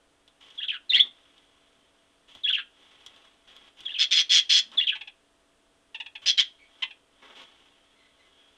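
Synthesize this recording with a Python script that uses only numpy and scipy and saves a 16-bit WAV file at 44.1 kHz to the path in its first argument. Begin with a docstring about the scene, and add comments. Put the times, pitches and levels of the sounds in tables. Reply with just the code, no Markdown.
"""Two macaws, close to the microphone on a perch in a garden, squeak in fast gliding whistles.
They cluck in short strings, peep softly and let out six harsh screams: harmonics and rasp through a throat.
Claws and beaks tick in decaying bursts, feathers rustle in grainy noise and the hollow perch booms softly.
The yard answers with short echoes and a faint tail; still air and a distant, wavering hum lie beneath."""
import sys
import numpy as np
from scipy import signal
from scipy.fft import rfft, irfft
from scipy.io import wavfile
from scipy.ndimage import uniform_filter1d, map_coordinates

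SR = 44100
rng = np.random.default_rng(int(sys.argv[2]) if len(sys.argv) > 2 else 0)


def to_wav(s):
    """Save 16-bit WAV."""
    ch = np.atleast_2d(s).T  # columns
    pcm = np.round(np.clip(ch, -1, 1) * 32767)  # PCM
    wavfile.write(sys.argv[1], SR, pcm.astype(np.int16))


N = 377937
TIME = np.arange(N) / SR


def from_db(db):
    """Decibels to gain."""
    return 10 ** (np.asarray(db) / 20)


def rms_one(x):
    """Scale to unit power."""
    return x / np.sqrt(np.mean(x ** 2) + 1e-20)


def gain_at(spectrum, hz):
    """Read a (frequency [Hz], level [dB]) table on a log-frequency axis."""
    points = np.array(spectrum)
    log_hz = np.log(np.maximum(hz, 1))
    return from_db(np.interp(log_hz, np.log(points[:, 0]), points[:, 1]))


def colour(x, spectrum):
    """Causal filter with the given spectrum: resonances ring after the sound, never before."""
    size = 2048
    # folding the cepstrum forward gives the minimum-phase response
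    cepstrum = irfft(np.log(gain_at(spectrum, np.fft.rfftfreq(2 * size, 1 / SR))))
    cepstrum[1:size] *= 2
    cepstrum[size + 1:] = 0
    response = irfft(np.exp(rfft(cepstrum)))
    return signal.fftconvolve(x, response)[:len(x)]


def wobble(rate_hz, size):
    """Smooth random motion with a spread near 1."""
    steps = np.arange(size) * rate_hz / SR
    return map_coordinates(rng.standard_normal(size), [steps], order=3, mode="nearest")


def noise(spectrum):
    """Steady coloured noise of unit power."""
    return rms_one(colour(rng.standard_normal(N), spectrum))


def even(x):
    """Take the slow level changes out of a voice."""
    power = uniform_filter1d(x * x, size=700)
    return x / np.sqrt(np.maximum(power, 0) + 1e-12)


def with_treble(x, treble_db, split_hz):
    """Remix the bands below and above a split so that the top has the given share."""
    share = from_db(treble_db)
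    high_pass = signal.butter(4, split_hz, "high", fs=SR, output="sos")
    top = signal.sosfiltfilt(high_pass, x)
    return share * rms_one(top) + np.sqrt(1 - share ** 2) * rms_one(x - top)


def syrinx(pitch, throat, slope_db, count):
    """Harmonics of a vibrating membrane, each weighted by the throat as it glides; unit power."""
    k = np.arange(1, count + 1)[:, None]
    audible = k * pitch < SR / 2
    gains = gain_at(throat, k * pitch) * from_db(slope_db * np.log2(k)) * audible
    phase = 2 * np.pi * (np.cumsum(pitch) / SR + rng.random())
    return (gains * np.sin(k * phase)).sum(0) / np.sqrt((gains ** 2).sum(0) / 2)


def add(out, start_s, sound):
    """Mix a sound in at a given time."""
    i = int(start_s * SR)
    out[i:i + len(sound)] += sound[:N - i]


def squeaks(start_db=-17, end_db=-13, shimmer=0.96, rasp_db=-7, strain_db=-4, edge_s=.003):
    """Whistles that swoop through the throat resonance and break into rasp."""
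    # throat resonance before it follows the tuning: (frequency [Hz], level [dB])
    squeak_throat = [(600, -32), (1150, -23), (1500, -9.5), (2400, 3.5), (3300, 7), (4300, -2.5),
                     (5000, -21.5), (7900, -28), (9800, -47.5), (14000, -63)]
    # air forced through at full effort: (frequency [Hz], level [dB])
    strain_hiss = [(2500, -25.5), (4200, 1.5), (5200, 1.5), (8200, -9.5), (10000, -25.5), (13000, -43.5)]
    throat_follows = .55  # share of a tuning that the throat follows
    jitter = .15
    out, hiss = np.zeros(N), noise(strain_hiss)
    for s, shape, tuning, db in squeak_notes():
        delay, swell, fade, start_hz, peak_hz, end_hz, rough = shape
        start, peak, end = s + np.cumsum([delay, swell, fade])
        span = slice(int(start * SR), int(end * SR))
        t = TIME[span]
        # the pitch flies in and settles as the note reaches its peak
        pitch = peak_hz + (start_hz - peak_hz) * np.clip((peak - t) / swell, 0, 1) ** 1.6
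        pitch += (end_hz - peak_hz) * np.clip((t - peak) / fade, 0, 1)
        pitch *= tuning * (1 + jitter * rough * wobble(900, len(t)))
        throat = np.array(squeak_throat) * [tuning ** throat_follows, 1]
        rasp = rms_one(colour(rng.standard_normal(len(t)), throat))
        voice = syrinx(pitch, throat, slope_db=-10, count=2)
        voice *= np.exp(shimmer * rough * wobble(350, len(t)))
        gain = from_db(db + np.interp(t, [start, peak, end], [start_db, 0, end_db]))
        gain *= np.clip(np.minimum(t - start, end - t) / edge_s, 0, 1)
        # the louder the note, the more hiss is forced out with it
        air = from_db(rasp_db) * rasp + from_db(strain_db + db) * hiss[span]
        add(out, start, gain * (voice + rough * air))
    return out


def squeak_notes(foot_db=-12, crack_db=-10, stroke_gap_s=.018):
    """Spell the squeaks out as notes: (start [s], shape, tuning [ratio], peak level [dB])."""
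    # Every squeak opens with a whistle, then climbs through foot, ledge and top and cracks an octave down.
    # (start [s], whistle tuning [ratio], low tuning [ratio], whistle [dB], ledge [dB], top [dB])
    openings = [(0.575, .98, 1.02, -30.5, -32.5, -28.5), (0.893, 1.08, 1.22, -18, -16, -14.5),
                (2.434, 1.0, 1.0, -22.5, -23, -20.5), (3.852, .97, 1.05, -28, -34.5, -36),
                (4.771, 1.02, 1.2, -17, -19.5, -28)]
    # most end in two falling strokes and a croak: (start [s], stroke level [dB], croak level [dB])
    falls = [(0.679, -25.5, -33.5), (2.524, -19.5, -31.5), (3.938, -29.5, -46), (4.867, -19.5, -39)]
    # a growl that flips up into a shriek: (start [s], growl tuning [ratio], growl [dB], shriek [dB])
    shrieks = [(0.961, 1.27, -24.5, -10)]
    # note shapes, pitches before tuning and jitter:
    # (delay [s], swell [s], fade [s], start [Hz], peak [Hz], end [Hz], roughness [0-1])
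    whistle = (0, .013, .021, 4000, 3380, 3250, .1)
    foot = (.023, .008, .011, 1500, 1680, 1850, .5)
    ledge = (.039, .003, .018, 2550, 2760, 2900, .14)
    top = (.049, .005, .03, 2900, 3230, 3650, .27)
    crack = (.06, .007, .018, 1800, 1650, 1480, .55)
    stroke = (0, .007, .017, 4050, 3250, 2300, .26)
    croak = (.034, .027, .034, 1850, 1620, 1350, .55)
    growl = (0, .019, .02, 1560, 1650, 1750, .45)
    shriek = (.031, .011, .014, 2700, 3380, 3770, .08)
    for s, tuning, low_tuning, whistle_db, ledge_db, top_db in openings:
        yield s, whistle, tuning, whistle_db
        yield s, foot, low_tuning, ledge_db + foot_db
        yield s, ledge, 1, ledge_db
        yield s, top, 1, top_db
        yield s, crack, low_tuning, top_db + crack_db
    for s, stroke_db, croak_db in falls:
        yield s, stroke, 1, stroke_db
        yield s + stroke_gap_s, stroke, 1, stroke_db
        yield s, croak, 1, croak_db
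    for s, tuning, growl_db, shriek_db in shrieks:
        yield s, growl, tuning, growl_db
        yield s, shriek, 1, shriek_db


def screams(flutter_hz=160, flutter=0.49, level_db=1.0):
    """The overdriven syrinx beats unevenly and flutters; air rasps through on every beat."""
    # throat with the beak wide open: (frequency [Hz], level [dB])
    scream_throat = [(100, -57), (400, -48), (880, -44), (1150, -30.5), (1400, -25), (1520, -18),
                     (2200, -12), (2950, -4), (3300, 1.5), (3850, -9), (5200, -12.5), (6100, -17.5),
                     (7100, -29), (8300, -37.5), (11800, -49), (13500, -75.5)]
    jitter, waver, rasp_db, throat_sway = .03, .018, 2.5, .016
    gain, pitch, treble_db = scream_controls()
    uneven_pitch = pitch * (1 + jitter * wobble(1100, N) + waver * wobble(70, N))
    cycles = np.cumsum(uneven_pitch) / SR
    # only the upper harmonics stand out of the rasp; the chaotic beat smears each on its own
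    tone = np.zeros(N)
    for k in range(4, 11):
        harmonic = np.cos(2 * np.pi * k * cycles + .8 * wobble(260, N))
        tone += harmonic * from_db(4 * wobble(60, N))
    rasp = rms_one(rng.standard_normal(N) * (1 + .5 * np.cos(2 * np.pi * cycles)))
    flutter_cycles = np.cumsum(flutter_hz * (1 + .25 * wobble(120, N))) / SR
    beat = 1 + flutter * np.sin(2 * np.pi * flutter_cycles)
    voice = colour((rms_one(tone) + from_db(rasp_db) * rasp) * beat, scream_throat)
    # beak and tongue move, so all resonances sway together
    read_at = np.cumsum(1 + throat_sway * wobble(55, N))
    voice = map_coordinates(voice, [read_at], order=3, mode="mirror")
    return from_db(level_db) * gain * even(with_treble(voice, treble_db, split_hz=4530))


def scream_controls(rise_s=.0066, fall_s=.011):
    """Gain, pitch and treble share over time: each scream swells, holds, sags and is choked off."""
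    # (start [s], length [s], swell [s], relative level [dB], mean share of treble [dB])
    calls = [(3.982, .073, .028, -21.5, -11.5), (4.107, .119, .014, -20.5, -9),
             (4.292, .119, .03, -18.5, -7), (4.491, .117, .012, -19.5, -8),
             (6.256, .066, .034, -18.5, -8.5), (6.373, .047, .026, -15, -13)]
    onset_db, end_db, release_s = -10, -9, .025  # effort swells, holds and lets go
    start_hz, sag_hz_per_s = 850, 170  # pitch sinks as the air runs out
    brighten_db_per_s = 25  # the treble grows through each scream
    gain, pitch, treble = np.zeros(N), [], []
    for s, length, swell, db, treble_db in calls:
        t = TIME[:int(length * SR)]
        effort_db = onset_db * np.clip(1 - t / swell, 0, 1)
        effort_db += end_db * np.clip(1 - (length - t) / release_s, 0, 1)
        edges = np.clip(np.minimum(t / rise_s, (length - t) / fall_s), 0, 1)
        add(gain, s, from_db(db + effort_db) * edges)
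        pitch += [(s, start_hz), (s + length, start_hz - sag_hz_per_s * length)]
        swing_db = brighten_db_per_s * length / 2
        treble += [(s, treble_db - swing_db), (s + length, treble_db + swing_db)]
    return gain, np.interp(TIME, *np.transpose(pitch)), np.interp(TIME, *np.transpose(treble))


def clucks(jitter=0.12, rasp_db=-4, level_db=3.5):
    """Brief falling clucks and soft level peeps: membrane harmonics roughened by rasp."""
    # throat: (frequency [Hz], level [dB])
    cluck_throat = [(500, -24), (900, -12.5), (1400, -13.5), (1900, -7.5), (2750, 5.5), (3600, -1.5),
                    (4400, -21), (6000, -26.5), (9000, -44), (13000, -65.5)]
    out, rasp = np.zeros(N), noise(cluck_throat)
    for start, length, start_hz, end_hz, db, rough in cluck_notes():
        span = slice(int(start * SR), int((start + length) * SR))
        u = np.linspace(0, 1, len(TIME[span]))
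        pitch = start_hz + (end_hz - start_hz) * u
        pitch *= 1 + jitter * rough * wobble(1200, len(u))
        voice = syrinx(pitch, cluck_throat, slope_db=1.24, count=13)
        voice += from_db(rasp_db) * rough * rasp[span]
        swell = np.abs(np.sin(np.pi * u ** 0.64))
        add(out, start, from_db(db + level_db) * voice * swell)
    return out


def cluck_notes():
    """Clucks fall, peeps hold: (start [s], length [s], start [Hz], end [Hz], level [dB], roughness)."""
    # (start [s], length [s], relative level [dB], roughness [0-1])
    cluck_list = [(4.950, .027, -40.5, .88), (5.009, .018, -40.5, .6), (5.073, .017, -43.5, .58),
                  (5.945, .018, -37, .29), (6.0, .018, -35.5, .29), (6.061, .012, -40.5, .35),
                  (6.152, .019, -41, .5), (6.822, .025, -29, .5), (6.907, .014, -46, .27)]
    # soft level peeps: (start [s], length [s], pitch before jitter [Hz], relative level [dB])
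    peeps = [(6.586, .11, 2280, -63), (7.953, .2, 2070, -71), (8.18, .11, 2070, -70),
             (8.31, .22, 1650, -69)]
    mean_hz, drop = 975, .2  # starting pitch at the mean level; share of it lost by the end
    hz_per_db = 8  # louder clucks start higher
    peep_rough = .4
    mean_db = np.mean(cluck_list, axis=0)[2]
    for s, length, db, rough in cluck_list:
        hz = mean_hz + hz_per_db * (db - mean_db)
        yield s, length, hz, hz * (1 - drop), db, rough
    for s, length, hz, db in peeps:
        yield s, length, hz, hz, db, peep_rough


def ticks(t60=0.039, level_db=-6, knock_t60=.06):
    """Claws and beaks tap and scratch in decaying noise; now and then the perch is knocked."""
    # claw and beak ticks: (time [s], relative level [dB], treble against the body [dB])
    taps = [(0.278, -43, -18), (0.503, -41, -18), (1.38, -46, -25), (2.351, -36, -26), (3.063, -32.5, -10),
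            (3.162, -42.5, -21), (3.565, -40.5, -35), (3.806, -33, -20.5), (4.717, -38.5, -19.5),
            (7.418, -38, -24)]
    # knocks on the perch: (time [s], level [dB])
    knocks = [(2.352, -51), (6.268, -47.5)]
    # body of a tick, its bright snap and the thud of a knock: (frequency [Hz], level [dB])
    tick_body = [(300, -15.5), (1200, -8.5), (2400, -12.5), (3300, 14), (4300, -7.5), (5800, -14),
                 (9000, -20), (12000, -37), (14000, -52)]
    tick_snap = [(3000, -17), (5500, 3.5), (10000, -15), (12500, -24.5), (14000, -46)]
    knock_body = [(60, 1), (300, -0.5), (900, 7), (1500, -17), (3000, -4), (6000, -30)]
    body, bright, thud = np.zeros((3, N))
    t = TIME[:SR // 4]
    for s, db, treble_db in taps:
        burst = from_db(db + level_db - 60 * t / t60)
        add(body, s, burst)
        add(bright, s, burst * from_db(treble_db))
    for s, db in knocks:
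        add(thud, s, from_db(db - 60 * t / knock_t60))
    return body * noise(tick_body) + bright * noise(tick_snap) + thud * noise(knock_body)


def feathers(grain_db=2.0, rise_s=.008, sag_db=-6, release_s=0.02, level_db=-2.0):
    """The birds fidget faintly; each larger shift starts abruptly and rustles away in uneven grains."""
    # faint fidgeting in between: (time [s], relative level [dB])
    fidget_levels = [(0.2, -80), (1.25, -64), (1.9, -71), (2.68, -74), (2.8, -59.5), (3.25, -58),
                     (3.38, -68), (4.7, -64), (5.3, -82), (6.4, -80), (6.8, -60), (7.05, -80), (7.2, -64),
                     (7.5, -58.5), (7.8, -67), (8.55, -65)]
    # a bird shifts its wings: (start [s], length [s], relative level [dB], share of body [0-1])
    rustles = [(0.403, .21, -54, .08), (0.909, .18, -50, .4), (2.277, .15, -55, .03), (3.47, .24, -56, .2),
               (3.768, .19, -53.5, .05), (4.715, .1, -50, .43), (6.215, .05, -47, .08),
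               (7.217, .14, -53, .78), (7.35, .1, -45.5, .25)]
    # feather tips, then wing and body: (frequency [Hz], level [dB])
    tip_colour = [(400, -20), (1400, -12), (2400, -6.5), (3300, 5), (4300, -14.5), (5800, -15), (9000, -28),
                  (13000, -40)]
    body_colour = [(170, -30.5), (230, -5.5), (330, -4.5), (450, -3), (1400, -1), (2600, -6.5), (4500, -20),
                   (12000, -46)]
    fidget_share = .2  # share of body
    fidget = from_db(np.interp(TIME, *np.transpose(fidget_levels)))
    tips, body = fidget * np.sqrt(1 - fidget_share), fidget * np.sqrt(fidget_share)
    for s, length, db, share in rustles:
        t = TIME[:int(length * SR)]
        gain = from_db(db + sag_db * t / length)
        gain *= np.clip(np.minimum(t / rise_s, (length - t) / release_s), 0, 1)
        add(tips, s, gain * np.sqrt(1 - share))
        add(body, s, gain * np.sqrt(share))
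    grains = from_db(level_db + grain_db * wobble(130, N))
    return (tips * noise(tip_colour) + body * noise(body_colour)) * grains


def perch():
    """The hollow perch's low resonance swells and fades as a bird braces to call."""
    # (start [s], length [s], level [dB])
    booms = [(0.9, .22, -68), (4.5, .42, -70.5)]
    # pipe resonance: (frequency [Hz], level [dB])
    pipe = [(150, -40), (200, -14), (225, 0), (250, -8), (330, -30), (800, -60)]
    gain = np.zeros(N)
    for s, length, db in booms:
        add(gain, s, from_db(db) * np.hanning(int(length * SR)))
    return gain * noise(pipe)


def yard(x, near_db=-13, near_t60=0.19, far_db=-37, far_t60=.7, build_s=0.0033):
    """A few close reflections, scatter from the surroundings and a faint tail from the trees."""
    # near surfaces: (delay [s], level before colouring [dB])
    echoes = [(.0035, -20), (.0045, -13.5), (.0054, -15), (.0072, -18.5), (0.0135, -16.5), (.021, -18)]
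    # colour of all that comes back: (frequency [Hz], level [dB])
    yard_colour = [(200, 11), (1500, 4.5), (3400, 3.5), (4600, -1), (7000, -2), (13000, -10)]
    t = TIME[:SR]
    response = np.zeros(SR)
    for db, t60 in [(near_db, near_t60), (far_db, far_t60)]:
        tail = rng.standard_normal(SR) * from_db(-60 * t / t60) * (1 - np.exp(-t / build_s))
        response += from_db(db) * rms_one(tail) / np.sqrt(SR)
    for delay, db in echoes:
        response[int(delay * SR)] += from_db(db)
    return signal.fftconvolve(x, colour(response, yard_colour))[:N]


def background(air_db=-67, waver_hz=2.3):
    """Still air as steady noise, with a distant hum of sines that waver in pitch."""
    # still air: (frequency [Hz], level [dB])
    air_colour = [(20, -8.5), (45, -6.5), (70, -11), (175, -15.5), (230, -11), (480, -9), (750, -14),
                  (1400, -14), (2200, -19), (3300, -15.5), (4300, -24), (8300, -26.5), (10500, -28.5),
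                  (12500, -45), (15000, -50.5)]
    # distant machinery: (mean frequency [Hz], level [dB])
    hum_tones = [(285.3, -77.5), (667.5, -78), (8215, -85)]
    hum = np.zeros(N)
    for hz, db in hum_tones:
        cycles = np.cumsum(hz + waver_hz * wobble(35, N)) / SR
        hum += from_db(db) * np.sqrt(2) * np.sin(2 * np.pi * cycles)
    return from_db(air_db) * noise(air_colour) + hum


def scene():
    """The birds, their echoes and the background."""
    birds = squeaks() + screams() + clucks() + ticks() + feathers() + perch()
    return (birds + yard(birds) + background())[None]


def record(dry, cutoff_hz=15000):
    """The top is cut steeply by an elliptic low-pass."""
    low_pass = signal.ellip(10, .1, 80, cutoff_hz, fs=SR, output="sos")
    return signal.sosfilt(low_pass, dry)


dry = scene()
out = record(dry)
to_wav(out)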